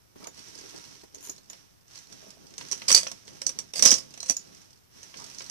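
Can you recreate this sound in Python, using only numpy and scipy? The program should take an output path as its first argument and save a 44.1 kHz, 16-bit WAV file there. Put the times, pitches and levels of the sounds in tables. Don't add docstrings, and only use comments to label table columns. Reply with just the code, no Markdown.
import sys
import numpy as np
from scipy import signal
from scipy.fft import rfft, irfft, next_fast_len
from scipy.io import wavfile

SR = 44100
rng = np.random.default_rng(int(sys.argv[2]) if len(sys.argv) > 2 else 0)


def output_pcm(signal):
    pcm = np.clip(np.atleast_2d(signal).T, -1, 1) * 32767
    wavfile.write(sys.argv[1], SR, np.round(pcm).astype(np.int16))


N = 242846
TIME = np.arange(N) / SR
HIT = np.arange(SR // 6) / SR
ONSET = SR // 250


def amp(db):
    return 10 ** (np.asarray(db) / 20)


def on_log_axis(points, hz):
    point_hz, value = np.transpose(points)
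    return np.interp(np.log(hz + 1), np.log(point_hz), value)


def colour(x, spectrum):
    size = next_fast_len(x.shape[-1] + 2048, True) // 2 * 2
    gain = amp(on_log_axis(spectrum, np.fft.rfftfreq(size, 1 / SR)))
    cepstrum = irfft(np.log(gain))
    cepstrum[1:size // 2] *= 2
    cepstrum[size // 2 + 1:] = 0
    return irfft(rfft(x, size) * np.exp(rfft(cepstrum)))[..., :x.shape[-1]]


def unit(x, count=None):
    return x / np.sqrt(np.mean(x[..., :count] ** 2, axis=-1, keepdims=True) + 1e-18)


def noise(size):
    return rng.standard_normal((2, size))


def ticks(size, per_s):
    return noise(size) * (rng.random(size) < per_s / SR)


def fade(t, t60):
    return np.exp(-np.log(1000) * t / t60)


def wander(per_s):
    knots = rng.standard_normal(N // 20)
    return np.interp(TIME * per_s, np.arange(len(knots)), knots)


def add(track, s, sound):
    i = int(np.clip(s * SR, 0, N - 1))
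    track[:, i:i + sound.shape[1]] += sound[:, :N - i]


# frequency in Hz, relative level in dB.
AIR_TONE = [(20, -3), (100, 11), (250, 0), (1000, -7), (3500, -14.5), (5800, -20.5), (8000, -16.5),
            (15000, -13)]


def still_air():
    return amp(-61.5) * unit(colour(noise(N), AIR_TONE))


# time fully risen and time the fade starts in seconds,
# then relative levels in dB for ribbons, bag and loose medals.
HAND_PULLS = [(0.204, 0.28, -60, -65.5, -45), (0.383, 0.81, -53.5, -65.5, -43),
              (0.853, 0.936, -56, -65, -47.5), (1.168, 1.32, -60.5, -65.5, -46.5),
              (1.538, 1.491, -55, -63.5, -59), (1.944, 1.98, -55.5, -68, -43.5),
              (2.117, 2.287, -57.5, -64.5, -42.5), (2.412, 2.644, -61.5, -64, -51.5),
              (2.62, 3.07, -52, -59.5, -42), (3.296, 3.6, -57, -62, -50.5), (3.808, 3.98, -53, -56, -50),
              (4.108, 4.62, -60, -67, -51), (4.98, 5.1, -56, -67, -55), (5.169, 5.5, -53, -62, -40.5)]


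def pull_levels():
    start, end, *held_db = np.transpose(HAND_PULLS)[:, :, None]
    rise_db = -20 * np.maximum((start - TIME) / 0.092, 0) ** 1.5
    fall_db = -65 * np.maximum(TIME - end, 0)
    resting_db = (-73, -80.5, -67)
    return [np.maximum((db + rise_db + fall_db).max(axis=0), rest)
            for db, rest in zip(held_db, resting_db)]


# frequency in Hz, relative level in dB.
RIBBON_TONE = [(300, -14.5), (800, 2), (2000, 2.5), (3500, 3), (4700, 5.5), (5800, 12.5), (7000, -0.5),
               (9000, -4.5), (12000, -8.5), (15000, -23)]
BAG_TONE = [(30, -18), (70, -18.5), (130, 3.5), (250, 2.5), (450, -2), (700, -10), (1500, -20), (4000, -47)]


def cloth(ribbon_db, bag_db):
    catches = rng.random(N) < 300 / SR
    strength = amp(3 * np.minimum(rng.exponential(size=N), 3.5))
    grains = signal.fftconvolve(catches * strength, fade(HIT, t60=0.0055))[:N]
    slide = unit(noise(N) + amp(-6) * unit(grains * noise(N)))
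    ribbon = unit(colour(slide, RIBBON_TONE)) * amp(ribbon_db + 4 + .8 * wander(per_s=45))
    bag = unit(colour(noise(N), BAG_TONE)) * amp(bag_db + 6.5 + 2 * wander(per_s=30))
    return ribbon + bag


# start and end in seconds, level in dB, rough pitch in Hz.
BAG_SHIFTS = [(0.219, 0.289, -54.5, 1080), (0.48, 0.8, -57, 400), (1.098, 1.327, -61, 410),
              (2.198, 2.377, -59.5, 580), (5.131, 5.248, -56, 1010)]


def folds():
    out = np.zeros((2, N))
    for start, end, db, hz in BAG_SHIFTS:
        size = int((end - start) * SR)
        pats = np.pad(ticks(size, per_s=90), ((0, 0), (0, len(HIT))))
        hollow = [(hz / 2, -20), (hz * 0.8, -2), (hz * 1.23, 0), (hz * 1.37, -14), (hz * 10, -50)]
        add(out, start, amp(db) * unit(colour(pats, hollow), size))
    return out


# start in seconds, relative level in dB, pitch in Hz.
BAG_BUMPS = [(0.156, -50.5, 300), (0.2, -51, 215), (0.226, -48, 320), (0.268, -46.5, 427), (0.74, -48, 348),
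             (0.772, -51.5, 367), (1.033, -50, 357), (1.29, -46.5, 373), (2.278, -53.5, 189),
             (2.439, -54.5, 220), (2.905, -45.5, 240), (3.83, -37, 240), (3.858, -35, 235),
             (3.917, -33.5, 240), (4.298, -38.5, 252)]


def bumps():
    out = np.zeros((2, N))
    for s, db, hz in BAG_BUMPS:
        push = noise(len(HIT)) * (1 - np.exp(-HIT / 0.0097)) * fade(HIT, t60=0.048)
        thud = colour(push, [(hz / 3, -20), (hz, 0), (hz * 1.55, -10), (hz * 4, -21), (hz * 20, -36)])
        add(out, s, amp(db + 0.5) * unit(thud, SR // 50))
    return out


def ring(notes, scatter_db=0, detune=0, centre_hz=None, focus_hz=None, focus_db=0):
    hz, db, t60 = np.transpose(notes)
    db = db + scatter_db * rng.standard_normal((2, len(hz)))
    if centre_hz:
        db = db + focus_db * np.exp(-((hz - centre_hz) / focus_hz) ** 2)
    hz = hz * (1 + detune * rng.standard_normal(len(hz)))
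    phases = np.exp(2j * np.pi * rng.random((2, len(hz))))
    waves = np.exp(np.outer(2j * np.pi * hz - np.log(1000) / t60, HIT))
    return ((amp(db) * phases) @ waves).imag


# pitch in Hz, relative level in dB, fade time in seconds when left to ring freely.
LARGE_MEDAL_NOTES = [(4222, -3, 0.32), (4620, 5, 0.033), (4896, -23.5, 0.22), (4950, -11.5, 0.25),
                     (5140, 2.5, .2), (5090, -7.5, .2), (5770, -19.5, .3), (5625, -0.5, 0.19),
                     (5260, -6, 0.23), (5944, 1.5, 0.38), (5900, -7.5, 0.22), (6570, 6, .3),
                     (7920, 5, 0.058), (8540, 3, 0.16), (9200, -15.5, .18), (9760, -9.5, .1),
                     (9990, -9.5, 0.19), (10850, -10.5, .1), (12030, -17, 0.055)]
SMALL_MEDAL_NOTES = [(3970, -11, .1), (4290, -12, .1), (6180, -2, .1), (6740, 0, .13), (6940, -3, .13),
                     (7200, -3, .1), (8830, -6, .1), (9640, -6, .1), (9960, -3, .15), (12050, -3, .15)]
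FLOOR_NOTES = [(231, -4.5, 0.14), (525, 6.5, 0.21), (1097, -2, 0.12)]
# frequency in Hz, relative level in dB.
CLASH_TONE = [(3000, -15), (3900, -14.5), (4600, -5.5), (5800, 10.5), (6800, 1), (7600, -3.5),
              (9000, -33.5)]
CRACK_TONE = [(5500, -31), (7500, -5.5), (8300, -8.5), (9500, -2.5), (12000, -12), (14500, -19.5),
              (16000, -24)]
KNOCK_TONE = [(40, -25), (120, -17.5), (230, 1.5), (380, -7.5), (550, -1.5), (750, -6.5), (1100, -1),
              (1500, -6.5), (2100, -2), (3300, 0), (4500, -3.5), (7000, -35)]


def contact(hz, ring_db, crack_db, knock_db, knock_hz, own_note_db=-1):
    notes = np.array(SMALL_MEDAL_NOTES if hz > 6500 else LARGE_MEDAL_NOTES)
    is_upper = notes[:, 0] > 7400
    rise = 1 - np.exp(-HIT / 0.00083)

    def burst(tone, t60):
        return unit(colour(noise(len(HIT)) * rise * fade(HIT, t60), tone), ONSET)

    choke = rise * (fade(HIT, t60=0.023) + amp(-42))
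    lower = ring(notes[~is_upper], scatter_db=4, detune=.002, centre_hz=hz, focus_hz=300, focus_db=8)
    own_note = amp(own_note_db) * unit(ring([(hz, 0, .07)]), ONSET)
    choked = unit((unit(lower, ONSET) + own_note) * choke, ONSET)
    body = unit(choked + amp(-6) * burst(CLASH_TONE, t60=0.026), ONSET)
    upper = ring(notes[is_upper], scatter_db=3, detune=.002,
                 centre_hz=1.79 * hz, focus_hz=260, focus_db=7)
    overtones = unit(upper * rise * (fade(HIT, t60=0.019) + amp(-36.5)), ONSET)
    treble = overtones + amp(-5) * burst(CRACK_TONE, t60=0.029)
    knock = burst(KNOCK_TONE, t60=0.026)
    clack = unit(ring([(knock_hz, 0, .035)]) * rise, ONSET)
    floor = unit(ring(FLOOR_NOTES, scatter_db=1, detune=0.012) * rise, ONSET)
    heap = knock + amp(-7) * clack + amp(-16.5) * floor
    return amp(ring_db) * body + amp(crack_db - 2.5) * treble + amp(knock_db + 1) * heap


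def loose_medals(level_db, touches_per_s=30):
    out = np.zeros((2, N))
    touches = [contact(hz, ring_db=1, crack_db=-7.5, knock_db=-12, knock_hz=knock_hz)
               for hz, knock_hz in rng.uniform((4300, 500), (7080, 3500), size=(8, 2))]
    for when, which, force in rng.random((int(touches_per_s * N / SR), 3)):
        touch = touches[int(which * len(touches))]
        add(out, when * N / SR, touch * force * amp(level_db[int(when * N)]))
    return out


# start and loudest moment in seconds, level at that moment in dB,
# relative level of the crack in dB, ring pitch in Hz, knock pitch in Hz.
BUNCH_TUMBLES = [(1.201, 1.284, -42.5, -3.5, 6830, 1105), (2.877, 2.961, -20.5, -6, 4760, 2045),
                 (3.752, 3.773, -30, -4, 4880, 540), (3.824, 3.918, -19.5, -13, 5320, 566),
                 (4.255, 4.31, -36, -8, 5590, 3480), (5.165, 5.18, -49.5, -17, 4790, 1090)]


def tumbles(swell_db_per_s=70.5, settle_db_per_s=294):
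    out = np.zeros((2, N))
    t = np.arange(SR // 2) / SR
    fade_in = np.minimum(t / .007, 1)
    for start, climax, db, crack_db, hz, knock_hz in BUNCH_TUMBLES:
        stream = 0
        for ring_shift, knock_shift in rng.standard_normal((3, 2)):
            slips = ticks(len(t), per_s=220)
            touch = contact(hz * np.exp(.04 * ring_shift), ring_db=0, crack_db=crack_db,
                            knock_db=-12, knock_hz=knock_hz * np.exp(.2 * knock_shift))
            stream = stream + signal.fftconvolve(slips, touch, axes=1)[:, :len(t)]
        past_climax = start + t - climax
        shape_db = np.minimum(swell_db_per_s * past_climax, -settle_db_per_s * past_climax)
        add(out, start, unit(stream) * fade_in * amp(db + shape_db))
    return out


def jostle(blow, centre_s, spread_s, db):
    t = HIT[:len(HIT) // 3]
    grazes = ticks(len(t), per_s=900) * np.exp(-np.abs(t - centre_s) / spread_s)
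    return signal.fftconvolve(blow, amp(db) * unit(grazes) / np.sqrt(len(t)), axes=1)


# start in seconds, pitch in Hz, relative ring and knock levels in dB.
DISC_CLINKS = [(0.243, 4940, -46.5, -47), (0.27, 6760, -36.5, -47), (1.146, 6520, -39, -53),
               (1.296, 6640, -31.5, -70), (1.38, 4300, -48.5, -59.5), (1.499, 6780, -37.5, -51),
               (1.531, 5550, -44.5, -49.5), (2.125, 5700, -43.5, -53), (2.538, 5600, -49, -53.5),
               (2.58, 6455, -33.5, -42.5), (2.714, 5820, -25.5, -41.5), (2.721, 5820, -21.5, -72),
               (2.728, 5520, -30, -38.5), (2.884, 5160, -17.5, -34.5), (2.9155, 5760, -14, -26),
               (2.925, 6090, -12.5, -34), (2.947, 4640, -3.5, -30.5), (2.964, 4870, -19.5, -37),
               (2.977, 5000, -17.5, -32), (3.031, 4950, -30, -39.5), (3.071, 5750, -30, -62),
               (3.115, 5440, -33.5, -43), (3.278, 5820, -43.5, -47.5), (3.417, 5700, -29.5, -39),
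               (3.466, 5940, -16.5, -40.5), (3.492, 5700, -26.5, -41), (3.588, 5790, -25.5, -40.5),
               (3.736, 5620, -32, -39.5), (3.7935, 5830, -22.5, -32.5), (3.824, 5800, -10, -26.5),
               (3.836, 5930, -22, -37.5), (3.853, 6130, -8.5, -25), (3.859, 5774, -8.5, -21),
               (3.873, 5050, -16, -43), (3.906, 5030, -11.5, -46.5), (3.915, 5880, -9, -28.5),
               (3.94, 5730, -18.5, -43), (3.9831, 5240, -30, -43), (4.139, 5350, -42.5, -48.5),
               (4.175, 6000, -41.5, -47), (4.203, 4140, -31.5, -50.5), (4.229, 5900, -31, -43),
               (4.297, 5910, -13, -33.5), (4.3665, 6850, -24.5, -64), (5.03, 5960, -41.5, -52),
               (5.384, 5650, -34.5, -65), (5.395, 5330, -37, -60), (5.498, 6100, -30.5, -45)]
# start in seconds, relative level in dB, knock pitch in Hz.
MUFFLED_LANDINGS = [(2.61, -40.5, 970), (2.818, -39, 2043), (2.903, -26.5, 1160), (2.959, -29.5, 3670),
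                    (3.067, -33.5, 558), (3.854, -32.5, 574), (3.878, -42, 439), (3.919, -28, 522),
                    (5.141, -44.5, 1030), (5.406, -40.5, 1043)]


def medals():
    out = np.zeros((2, N))
    heap_hz = 545 * np.exp(.15 * rng.standard_normal(len(DISC_CLINKS)))
    strikes = []
    for (s, hz, db, knock_db), knock_hz in zip(DISC_CLINKS, heap_hz):
        crack_db = db + 0.36 * (knock_db - db) - 2
        crack_db += 0.098 * db
        own_note_db = 9 + 0.26 * db
        strikes.append((s, hz, db, crack_db, knock_db, knock_hz, own_note_db))
    for s, db, knock_hz in MUFFLED_LANDINGS:
        ring_db, crack_db = db - 6.5, db - 15.5
        strikes.append((s, 5650, ring_db, crack_db, db, knock_hz))
    for s, *strike in strikes:
        blow = contact(*strike)
        add(out, s, blow)
        add(out, s - .004, jostle(blow, centre_s=0.017, spread_s=0.014, db=-12))
    return out


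def room(x):
    t = np.arange(SR // 2) / SR
    arrived = t > .003
    near = unit(noise(len(t)) * fade(t, t60=0.096) * arrived)
    far = unit(noise(len(t)) * fade(t, t60=0.14) * arrived)
    echoes = (amp(-9) * near + amp(-15.5) * far) / np.sqrt(len(t))
    return x + signal.fftconvolve(x, echoes, axes=1)[:, :N]


def scene():
    ribbon_db, bag_db, loose_db = pull_levels()
    metal = medals() + tumbles() + loose_medals(loose_db)
    fabric = bumps() + folds() + cloth(ribbon_db, bag_db)
    return room(metal + fabric) + still_air()


# frequency in Hz, left minus right in dB.
MIC_BALANCE = [(80, 4.94), (200, 0.06), (400, -4), (800, -4), (1400, -1.5), (3000, -2), (4400, -9),
               (5700, -16), (6500, -6), (7500, 0.84), (10000, 3.54), (15000, 1.9)]
# frequency in Hz, likeness from 0 to 1.
MIC_LIKENESS = [(60, 0.11), (200, 0.48), (550, 0.65), (1000, 0.37), (1600, 0.29), (2400, 0.17),
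                (4000, 0.02)]


def record(dry):
    hz = np.fft.rfftfreq(2 * N, 1 / SR)
    left, right = rfft(dry, 2 * N)
    likeness = np.clip(on_log_axis(MIC_LIKENESS, hz), 0, 1)
    shared = likeness * np.exp(-2.7j) * left
    right = shared + np.sqrt(1 - likeness ** 2) * right
    ratio = amp(on_log_axis(MIC_BALANCE, hz))
    keep_power = np.sqrt(2 / (1 + ratio ** 2))
    mics = irfft(np.array([left * ratio, right]) * keep_power)[:, :N]
    top_cut = signal.ellip(8, .2, 60, 14600, fs=SR, output="sos")
    return signal.sosfilt(top_cut, np.clip(mics, -1, 1))


dry = scene()
out = record(dry)
output_pcm(out)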